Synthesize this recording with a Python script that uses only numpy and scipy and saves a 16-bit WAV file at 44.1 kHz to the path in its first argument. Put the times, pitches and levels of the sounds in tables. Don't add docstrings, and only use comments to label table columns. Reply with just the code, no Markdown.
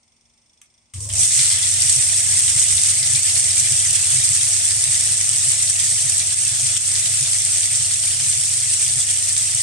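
import sys
import numpy as np
from scipy import signal
from scipy.fft import rfft, irfft, next_fast_len
from scipy.io import wavfile
from scipy.ndimage import uniform_filter1d, minimum_filter1d, map_coordinates

SR = 44100
rng = np.random.default_rng(int(sys.argv[2]) if len(sys.argv) > 2 else 0)


def bounce(signal):
    frames = np.transpose(np.atleast_2d(signal))
    limited = np.clip(frames, -1, 1)
    pcm = np.round(limited * 32767).astype(np.int16)
    wavfile.write(sys.argv[1], SR, pcm)


N = 424241
TIME = np.arange(N) / SR

# time_s, hiss_db, knock_over_hiss_db
LOAD_LEVELS = [(0.93, -35, -13), (0.995, -38, -15), (1.01, -32, -18), (1.085, -35, -19), (1.1, -28.5, -13),
               (1.125, -28, -14.5), (1.19, -15, -19), (1.24, -14, -15), (1.3, -16.5, -15),
               (1.42, -15.5, -13.5), (1.51, -17, -12), (1.58, -19.5, -12), (1.9, -17, -15),
               (3.0, -17.5, -13.5), (9.62, -17.5, -14)]
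# peak_s, boost_db
SLIDES = [(1.9, 6), (2.395, 1), (2.5, 3), (2.6, 2), (3.07, 2), (3.16, 6), (3.38, 4), (3.6, 4), (3.96, 4.5),
          (4.14, 0), (5.52, 3), (5.63, 4), (5.7, 3.5), (5.8, 5), (6.1, 4.5), (6.67, 4), (7.26, -3),
          (8.3, 3), (8.74, 3.5), (9.11, 3.5), (9.29, 4), (9.38, 3.5)]
# rate_hz, peak_s, depth_db
LOAD_FLUTTER = (10.3, 0.082, 0.47)
# frequency_hz, level_db
PIN_SPECTRUM = [(2350, -39.5), (4000, -36), (4640, -18), (5300, -11), (5880, -8), (6500, -7), (7200, -6.5),
                (7900, -1.5), (8430, 1.5), (8920, -3), (9600, -9.5), (11400, -23), (14800, -53.5),
                (22000, -120)]
# frequency_hz, level_db
CASE_SPECTRUM = [(500, -60.5), (800, -15.5), (1000, -17.5), (1300, -10), (1700, -9.5), (1950, -5),
                 (2800, -2.5), (3450, 1), (4300, 0), (5500, -3), (7000, -56)]
# start_s, level_db, pitch_hz, left_over_right_db
CLACKS = [(1.092, -30, 5200, 0), (1.1022, -23, 3180, -2), (1.3931, -15, 2200, 5), (1.4796, -22, 4170, 4),
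          (1.514, -16, 4150, 0.0), (1.6303, -14, 3390, 2.5), (1.8127, -17, 4860, 2.0),
          (1.8965, -18, 4460, 0.5), (1.986, -22, 4380, 1.5), (2.024, -16, 4860, 1), (2.077, -22, 4080, 0.5),
          (2.375, -20, 3440, -1), (2.48, -14, 3060, 3), (2.5869, -16, 3520, 0.5), (2.6877, -20, 2900, 0),
          (2.781, -15, 3590, 3), (2.8365, -25, 4560, 0.0), (2.8947, -20, 4960, 3), (3.0284, -14, 4970, 0.0),
          (3.063, -24, 3400, 1.0), (3.151, -19, 4140, 1.0), (3.2644, -22, 4470, 0.5),
          (3.2964, -15, 4800, 3), (3.357, -14, 4450, 2), (3.444, -21, 4360, 0.5), (3.5083, -22, 4910, 0.0),
          (3.5311, -21, 4270, 2.0), (3.57, -21, 5050, -0.5), (3.7697, -24, 4540, 1.5),
          (3.9523, -23, 4810, -2), (4.0343, -16, 2720, 1), (4.1486, -19.5, 3450, 0.0),
          (4.2477, -14, 4920, 3), (4.317, -24, 2030, 0), (4.4107, -17, 3190, 1.5), (4.709, -12.5, 4870, 5),
          (4.8388, -14.5, 3800, 3), (4.9156, -21, 2880, 1.0), (4.944, -17, 3620, 0.5),
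          (5.1211, -24, 4430, 3), (5.6058, -20, 3950, 1.0), (5.6754, -19, 4530, 1.0),
          (5.794, -16, 3120, -1), (5.844, -22, 4940, 1), (5.9096, -23, 4750, 5), (6.0894, -21.5, 4470, 1.5),
          (6.2014, -16, 3940, 0.5), (6.3067, -15, 4080, -0.5), (6.5329, -26, 5000, 1.0),
          (6.5689, -23, 4660, 5), (6.662, -16, 3320, 3), (6.767, -15, 3460, 5), (6.9546, -13, 3580, 2),
          (7.03, -17, 3910, 0.5), (7.058, -11.5, 3800, 2.0), (7.252, -22, 4300, 0), (7.261, -12.5, 3500, 3),
          (7.3325, -14, 6300, 2), (7.4269, -18, 3610, 1), (7.5282, -18, 4440, 3.0), (7.6324, -12, 4440, 0),
          (7.7432, -19, 3730, 1.0), (7.8095, -16, 4960, 3), (7.911, -13, 4340, 1.0),
          (8.0363, -14, 4900, -2), (8.1163, -19, 4820, 2.0), (8.1984, -16, 4970, 0.5),
          (8.493, -29, 3370, 1.5), (8.593, -24, 4070, 1.5), (8.6182, -22, 4990, 3), (8.702, -21, 3400, 3),
          (8.7373, -21, 3620, 1.0), (8.863, -17, 3170, 3), (8.8893, -17, 4770, -0.5),
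          (9.09, -14.5, 3380, 1), (9.2935, -16, 4430, 4), (9.365, -18, 4470, 6), (9.4718, -19, 4980, 2.0)]
# start_s, level_db, left_over_right_db
SPILLS = [(1.0051, -19, -1.5), (1.0276, -22, -0.5), (1.0454, -21, -1.0), (1.0899, -18, 1.0),
          (1.1273, -13, 0.0), (1.1363, -11, 0.0), (1.1567, -11, 0.0), (1.1952, -7, 0.0), (1.276, 1, -4),
          (1.3638, -6, -0.5), (1.5259, -7, -1.0), (1.5563, -10, -4), (1.6686, -11, -1.5),
          (1.7145, -8, -2.0), (1.8207, -1, 0.5), (1.8961, -5, -3), (1.926, -4, -5), (1.9619, -3, -2),
          (2.0238, -8, -0.5), (2.1754, -10, 0.0), (2.2014, -12, -1.5), (2.2942, -14, -0.5),
          (2.3371, -9, 0.0), (2.3914, -3, 0.5), (2.5027, -11, -2.0), (2.569, -12, 0.0), (2.5955, -5, -2.0),
          (2.6269, -6, 1), (2.6868, -4, -2.0), (2.7112, -8, 0.5), (2.7985, -13, 0.0), (2.8354, -1, -2),
          (2.8629, -7, -1.5), (3.0624, -6, 4), (3.1353, -2, 2), (3.247, -17, -1.0), (3.2814, -9, -0.5),
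          (3.3567, -6, 0.5), (3.3787, -4, -1.0), (3.4426, -6, -0.5), (3.4665, -6, -0.5), (3.5802, -3, -1.5),
          (3.6381, -11, -2.5), (3.7214, -2, -2), (3.7658, -6, -1.5), (3.7913, -4, 0.5), (3.9085, -4, -9),
          (3.9304, -10, -2.5), (3.9564, -5, -3), (4.0153, -7, -0.5), (4.0447, -6, 0.0), (4.1345, -6, 0.0),
          (4.2467, -11, -1.5), (4.2896, -1, -4), (4.364, -13, -1.5), (4.4318, -3, 0.5), (4.5151, -12, -2.5),
          (4.5899, -10, -0.5), (4.6533, 0, -1.0), (4.7042, -12, 0.5), (4.8394, 0, -2.0), (4.9531, -7, -1.5),
          (4.9766, -2.5, -1.5), (5.009, -5, -1.0), (5.1023, -13, 0.5), (5.1776, -7, 1.0), (5.2115, -2, -1),
          (5.2914, 1, -1), (5.3831, 1, -7), (5.5163, -9, -2.0), (5.6231, -5, -1.0), (5.6989, -7, -1.5),
          (5.7917, -9, 0.0), (5.8446, -7, -0.5), (6.0212, -8, -1.0), (6.0441, -9, 0.5), (6.0955, -4, 0.0),
          (6.1808, -10, 1), (6.344, -10, -5), (6.3879, -10, -1.5), (6.4507, -1, -4), (6.4792, -5, -2.0),
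          (6.6657, -10, -1.5), (6.777, -8, -2.5), (6.8558, -13, 0.5), (6.9551, -8, -0.5),
          (7.1561, -18, -1.5), (7.2374, -16, -1), (7.3013, -12, 0.0), (7.3851, -3, 0.0), (7.42, -4, -1.0),
          (7.4504, -4, -1.0), (7.6071, -3, -1.0), (7.658, -3, 0.5), (7.7318, -6, -1.0), (7.7572, -5, -1.5),
          (7.8241, -5, -0.5), (7.9363, -4, -2.5), (8.101, -14, -3), (8.2022, -7, -2.0), (8.3, -4, -1.0),
          (8.3728, -13, -0.5), (8.4921, -5, -1.5), (8.5514, -12, -2.0), (8.6178, -13, -0.5),
          (8.7365, -7, -5), (8.8797, -2, -2), (8.958, -5, -4), (9.0044, -5, -0.5), (9.1057, -12, -1.0),
          (9.2783, -9, 1.5), (9.3267, -5, -1.0), (9.3651, -3, -3), (9.4274, -6, -1.0), (9.5492, 0, 0.0)]
# time_s, hum_db, under_drum_db,
# # under_motor_db, whine_db
MOTOR_LEVELS = [(0.93, -53, -56, -52, -67), (0.96, -42, -38, -38, -57), (0.99, -38, -51, -31, -55),
                (1.05, -32, -54, -44, -51), (1.1, -36, -47, -40, -46.5), (1.14, -30, -46, -40, -49),
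                (1.18, -36, -50, -39, -46), (1.22, -35, -39, -41, -47), (1.29, -45, -56, -51, -54),
                (1.4, -42, -50.5, -48, -57.5), (1.6, -39.5, -51, -43.5, -52.5),
                (9.62, -39.5, -49, -48, -52)]
# time_s, turns_per_s
SHAFT_SPEED = [(0.93, 4), (0.97, 9), (1.0, 13), (1.035, 15.8), (1.09, 19.8), (1.165, 22.15), (9.62, 22.15)]
# cycles_per_turn, level_db, blur_hz
GEAR_LINES = [(30.13, 3, 18), (29.3, 0.5, 22), (31.6, -7, 20), (28.3, -5, 22), (11.95, -5, 5),
              (20.47, -9.5, 18), (34.77, -8, 27)]
# frequency_hz, gain_db
CASING_RESPONSE = [(100, 6), (267, -0.5), (350, 1), (460, -2.5), (560, -9.5), (660, -0.5), (1000, 9)]
# frequency_hz, level_db
DRONE_SPECTRUM = [(20, -36), (45, -5), (70, 1.5), (170, -3), (220, -11.5), (270, -2), (330, -16),
                  (600, -14), (1000, -14), (1068, -0.5), (1140, -22.5)]
# rate_hz, peak_s, depth_db
HUM_THROBS = [(5.2, 0.0067, 0.5), (8.2, 0.076, 0.5), (9.8, 0.025, 0), (5, 0.32, 1.5)]
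# rate_hz, peak_s, depth_db
WHINE_PULSE = (10.46, 0.013, 2.3)
# hum_db, under_drum_db, under_motor_db, whine_db
MOTOR_WANDER = (0.7, 3.3, 1.9, 0.73)
# centre_hz, width_hz, gain_db
MODES_UNDER_DRUM = [(123.6, 5.9, 1.5), (140.3, 15.6, -4)]
# centre_hz, width_hz, gain_db
MODES_UNDER_MOTOR = [(87.9, 9.4, -6.5), (74.6, 1.66, -5.5)]
# start_s, level_db
SWITCH_SNAPS = [(0.615, -22.5), (0.936, -17.5)]
# centre_hz, width_hz, gain_db
SWITCH_MODES = [(1190, 170, -10), (2140, 230, -5), (3360, 540, -9), (5950, 840, -8), (8300, 900, -1.5),
                (11000, 2000, -21)]
# start_s, level_db
RATTLE_TICKS = [(0.0303, -56), (0.0782, -57), (0.1201, -56), (0.165, -56), (0.2094, -56), (0.2533, -55),
                (0.2957, -56), (0.3361, -57), (0.3765, -55), (0.417, -57), (0.4584, -56), (0.4948, -55),
                (0.5317, -54), (0.5741, -55), (0.6165, -58), (0.6579, -55), (0.7003, -57), (0.7402, -55),
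                (0.7776, -54), (0.816, -59), (0.856, -59), (0.8984, -58)]
# centre_hz, width_hz, gain_db
RATTLE_MODES = [(2140, 200, -13), (3460, 140, -4.5), (5260, 170, -3), (5540, 120, -1), (5900, 170, -2),
                (6790, 300, -11), (8550, 200, -5)]
# frequency_hz, level_db
ROOM_SPECTRUM = [(15, -36), (25, -9), (77, 3.5), (229, -6.5), (456, -11.5), (862, -8), (1710, -17.5),
                 (2100, -8), (3160, -13), (3500, -16), (3970, -14), (5390, -9), (7700, -12), (8750, -1),
                 (11000, -52), (14300, -82), (22000, -120)]
# pitch_hz, level_db
ROOM_HUM = (234.4, -77)
# delay_s, left_db, right_db
REFLECTIONS = [(.0011, -46, -31), (.0038, -21.5, -23.5), (.0081, -13.5, -18)]
# frequency_hz, t60_s
ROOM_DECAY = [(200, 0.59), (2000, 0.2), (10000, 0.15)]
# frequency_hz, coherence
COHERENCE = [(40, 0.85), (120, 0.95), (250, 1), (500, 0.97), (1000, 0.43), (2000, 0.6), (4000, 0.11),
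             (10000, 0.033)]
# frequency_hz, left_over_right_db
BALANCE = [(60, 7), (110, 4), (200, 2.5), (380, -1), (700, 0.5), (1290, 1), (2380, 1), (4400, -0.5),
           (8120, -1.5), (15000, 3.5)]
# frequency_hz, left_lead_rad
PHASE_LEAD = [(200, 0.57), (1000, -1), (1500, -1.3), (2100, -0.97), (3500, 0.17), (5000, -0.54),
              (9000, -1.13)]
# start_s, depth_db
DIPS = [(1.262, 5), (2.21, 3), (2.41, 4), (3.201, 3), (5.71, 2), (6.346, 7), (6.779, 7.5)]

START_S = 0.936


def churning_load():
    hiss_db, knock_db = curves(LOAD_LEVELS)
    surge_db = 0.43 * wobble(14) + 0.43 * wobble(45) + swing(*LOAD_FLUTTER)
    slide_db = sum(db * np.exp(-((TIME - s) / 0.007) ** 2) for s, db in SLIDES)
    smear = rng.standard_normal((2, 128)) * np.exp(-np.arange(128) / SR / 0.00056)
    blows = unit(signal.fftconvolve(contacts(per_s=1300, spread_db=2.5), smear, axes=1)[:, :N])
    pins = 0.85 * contacts(per_s=7000, spread_db=2.0) + 0.72 * blows + 0.5 * rng.standard_normal((2, N))
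    pins += 0.19 * clinks(per_s=400, mid_hz=7522, octaves=0.472, decay_cycles=24)
    cases = 0.5 * contacts(per_s=4000, spread_db=1.5) + 0.5 * blows + 0.53 * rng.standard_normal((2, N))
    cases += 0.3 * clinks(per_s=900, mid_hz=2898, octaves=0.803, decay_cycles=16)
    hiss = amp(hiss_db + surge_db + slide_db + 2) * unit(filtered(pins, minimum_phase(PIN_SPECTRUM)))
    case_db = hiss_db + knock_db + surge_db + 0.39 * slide_db + 0.19 * wobble(11) + 2.5
    knock = amp(case_db) * unit(filtered(cases, minimum_phase(CASE_SPECTRUM)))
    return running() * stereo(sloshed(hiss + knock, patchy_db=0.96))


def contacts(per_s, spread_db):
    when, chance, turn = rng.random((int(per_s * N / SR), 3)).T
    size = amp(-spread_db * np.log(chance + 3e-3))
    at, angle = (when * N).astype(int), 2 * np.pi * turn
    return unit(np.array([np.bincount(at, size * side, N) for side in (np.cos(angle), np.sin(angle))]))


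def clinks(per_s, mid_hz, octaves, decay_cycles):
    when, pitch, chance, turn = np.hsplit(rng.random((int(per_s * N / SR), 4)), 4)
    t = np.arange(SR // 80) / SR
    hz = mid_hz * 2 ** (octaves * (2 * pitch - 1))
    size = amp(-3 * np.log(chance + 0.039))
    envelope = np.exp(-t * hz / decay_cycles) * (1 - np.exp(-t / 0.000088))
    ring = size * envelope * np.sin(2 * np.pi * hz * t)
    at = ((when * N).astype(int) + np.arange(len(t))).ravel()
    sides = np.cos(2 * np.pi * turn), np.sin(2 * np.pi * turn)
    return unit(np.array([np.bincount(at, (ring * side).ravel(), N)[:N] for side in sides]))


def sloshed(x, patchy_db):
    spectra = signal.stft(x, nperseg=512)[2]
    patches = uniform_filter1d(rng.standard_normal(spectra.shape[1:]), size=8, axis=0)
    patches = unit(uniform_filter1d(patches, size=8, axis=1))
    coloured = signal.istft(spectra * amp(patchy_db * patches), nperseg=512)[1][:, :N]
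    return unit(coloured) * np.sqrt(np.mean(x ** 2))


def case_clacks(ring_t60_s=0.016):
    ring, t = np.zeros((2, N + SR)), np.arange(SR // 10) / SR
    for s, db, hz, pan_db in CLACKS:
        tone = np.sin(2 * np.pi * (hz * t + 0.19 * rng.random((2, 1)))) * (1 - np.exp(-t / 0.00072))
        add_at(ring, s, panned(db - 3 - 60 * t / ring_t60_s, pan_db) * tone)
    blows = bursts([(s, db, pan_db) for s, db, _, pan_db in CLACKS], t60_s=0.0037, shared=1.1)
    wall = modes([(1890, 840, -7.5), (3440, 890, 3.5), (4900, 1350, 4.0)])
    knocks = filtered(blows, lambda hz: wall(hz) / (1 + 1j * hz / 9000) ** 2)
    return ring[:, :N] + amp(5.5) * knocks


def pin_spills():
    return amp(7.5) * filtered(bursts(SPILLS, t60_s=0.012, shared=0.27), minimum_phase(PIN_SPECTRUM))


def motor(hum_hz=99.64):
    levels = [db + wander_db * wobble(12) for db, wander_db in zip(curves(MOTOR_LEVELS), MOTOR_WANDER)]
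    hum_db, under_drum_db, under_motor_db, whine_db = levels
    hum_db += sum(swing(*throb) for throb in HUM_THROBS)
    hum = amp(hum_db) * np.sqrt(2) * np.sin(2 * np.pi * hum_hz * TIME + 0.085 * wobble(4.5))
    whine = amp(whine_db - 5) * gear_whine()
    desk = amp(under_drum_db + 4) * desk_shake(MODES_UNDER_DRUM, steadiness=0.66)
    desk += amp(under_motor_db) * desk_shake(MODES_UNDER_MOTOR, steadiness=0.76)
    direct = (hum + whine + desk + desk_thumps()) * amp([[1.3], [-1.4]])
    drone = amp(whine_db + 2.5) * coloured_noise(DRONE_SPECTRUM)
    return running() * (direct + stereo(drone))


def gear_whine(strain_rad=9, slow_loss_db=4):
    speed, = curves(SHAFT_SPEED)
    turns = np.cumsum(speed) / SR
    slowness = 1 - speed / speed[-1]
    jitter_rad = 1.13 + strain_rad * slowness
    whine = np.zeros(N)
    for order, db, blur_hz in GEAR_LINES:
        gain = amp(db + 1.35 * wobble(2 * blur_hz))
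        whine += gain * unit(np.cos(2 * np.pi * order * turns + jitter_rad * wobble(2 * blur_hz)))
    radiated = filtered(whine, lambda hz: amp(along(CASING_RESPONSE, hz)))
    return amp(swing(*WHINE_PULSE) - slow_loss_db * slowness) * radiated


def desk_shake(table, steadiness):
    response = modes(table)
    ring = filtered(filtered(rng.standard_normal(N), response), response)
    analytic = signal.hilbert(ring, next_fast_len(N))[:N]
    return unit(analytic.real / np.abs(analytic) ** steadiness)


def desk_thumps(first_s=1.3996, period_s=0.5826, lead_s=0.12, pitch_hz=127):
    out, t = np.zeros(N + SR), np.arange(SR // 5) / SR - 0.1
    crossings = np.arange(first_s, N / SR, period_s)
    envelope = np.exp(-(t / 0.015) ** 2)
    for times, db in [(crossings, -28.5), (crossings - lead_s, -34.5)]:
        for s in times:
            shake = np.sin(2 * np.pi * (pitch_hz * t + rng.random()))
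            add_at(out, s + t[0], amp(db + 1.5 * rng.standard_normal()) * envelope * shake)
    return out[:N]


def switch(t60_s=0.016):
    out, t = np.zeros((2, N + SR)), np.arange(SR // 10) / SR
    for s, db in SWITCH_SNAPS:
        burst = rng.standard_normal(len(t)) + 0.22 * rng.standard_normal((2, len(t)))
        add_at(out, s, amp(db + 2 - 60 * t / t60_s) * burst * (1 - np.exp(-t / 0.0014)))
    return filtered(out[:, :N], modes(SWITCH_MODES))


def rattle():
    times, levels_db = np.transpose(RATTLE_TICKS)
    taps = np.bincount((times * SR).astype(int), amp(levels_db + 15.5), N)
    scatter = bursts([(s, db, 0) for s, db in RATTLE_TICKS], t60_s=0.088, shared=0.4)
    return amp(13.5) * filtered(taps + scatter, modes(RATTLE_MODES))


def room_tone():
    hz, db = ROOM_HUM
    hum = amp(db + 0.88 * wobble(6.8)) * np.sqrt(2) * np.sin(2 * np.pi * hz * TIME)
    return hum + amp(-63.5) * stereo(coloured_noise(ROOM_SPECTRUM))


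def with_reflections(x):
    def response(hz):
        return 1 + sum(amp([[left], [right]]) * np.exp(-2j * np.pi * hz * s) for s, left, right in REFLECTIONS)
    return filtered(x, response)


def reverberation(x):
    hz, t, spectra = signal.stft(rng.standard_normal((2, SR // 2)), SR, nperseg=256)
    decay = amp(-60 * t / along(ROOM_DECAY, hz)[:, None])
    tail = signal.istft(spectra * decay, SR, nperseg=256)[1]
    return signal.fftconvolve(x, tail / np.linalg.norm(tail[0]), axes=1)[:, :N]


def stereo(pair):
    def blend(hz):
        angle = np.arccos(along(COHERENCE, hz)) / 2
        return np.array([np.cos(angle), np.sin(angle)])

    def offset(hz):
        left = amp(along(BALANCE, hz) / 2) * np.exp(0.5j * along(PHASE_LEAD, hz))
        return np.array([left, 1 / left])
    mid, side = filtered(pair, blend)
    return filtered(np.array([mid + side, mid - side]), offset)


def overall_gain(sag_db_per_s=0.3971, recover_s=0.036):
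    sag_db = sag_db_per_s * np.clip(TIME - START_S, 0, None)
    dip_db = sum(db * (TIME >= s) * np.exp(-np.abs(TIME - s) / recover_s) for s, db in DIPS)
    return amp(-sag_db - uniform_filter1d(dip_db, size=88))


def bursts(rows, t60_s, shared):
    out, t = np.zeros((2, N + SR)), np.arange(SR // 10) / SR
    for s, db, pan_db in rows:
        noise = shared * rng.standard_normal(len(t)) + rng.standard_normal((2, len(t)))
        add_at(out, s, panned(db - 60 * t / t60_s, pan_db) * noise)
    return out[:, :N]


def coloured_noise(spectrum):
    return unit(filtered(rng.standard_normal((2, N)), lambda hz: amp(along(spectrum, hz))))


def modes(table):
    return lambda hz: sum((-1) ** k * amp(db) * 1j * hz * width / (centre ** 2 - hz ** 2 + 1j * hz * width)
                          for k, (centre, width, db) in enumerate(table))


def minimum_phase(spectrum):
    def response(hz):
        cepstrum = irfft(along(spectrum, hz) * np.log(10) / 20)
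        half = len(cepstrum) // 2
        cepstrum[1:half] *= 2
        cepstrum[half:] = 0
        return np.exp(rfft(cepstrum))
    return response


def filtered(x, response):
    size = next_fast_len(N + SR // 2)
    return irfft(rfft(x, size) * response(np.fft.rfftfreq(size, 1 / SR)), size)[..., :N]


def running():
    return np.clip((TIME - START_S) / 0.0052, 0, 1)


def swing(rate_hz, peak_s, depth_db):
    return depth_db * np.cos(2 * np.pi * rate_hz * (TIME - peak_s))


def wobble(knots_per_s):
    return map_coordinates(rng.standard_normal(int(N * knots_per_s / SR) + 4), [TIME * knots_per_s])


def curves(rows):
    times, *columns = np.transpose(rows)
    return [np.interp(TIME, times, column) for column in columns]


def along(points, hz):
    knots_hz, values = np.transpose(points)
    return np.interp(np.log(hz + 1), np.log(knots_hz + 1), values)


def add_at(out, start_s, sound):
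    out[..., round(start_s * SR):][..., :sound.shape[-1]] += sound


def panned(db, pan_db):
    return amp(db + np.array([[pan_db], [-pan_db]]) / 2)


def amp(db):
    return 10 ** (np.asarray(db) / 20)


def unit(x):
    return x / np.sqrt(np.mean(x ** 2) + 1e-20)


def scene():
    clacks, snaps = case_clacks(), switch()
    echo = reverberation(amp(1.5) * clacks + snaps)
    drum = clacks + pin_spills() + with_reflections(churning_load())
    return overall_gain() * (drum + motor() + snaps + echo + rattle() + room_tone())


def record(dry, ceiling=0.95, top_hz=15650):
    needed_gain = np.minimum(1, ceiling / (np.abs(dry).max(axis=0) + 1e-9))
    gain = uniform_filter1d(minimum_filter1d(needed_gain, size=128), size=96)
    return filtered(dry * gain, lambda hz: hz < top_hz)


dry = scene()
out = record(dry)
bounce(out)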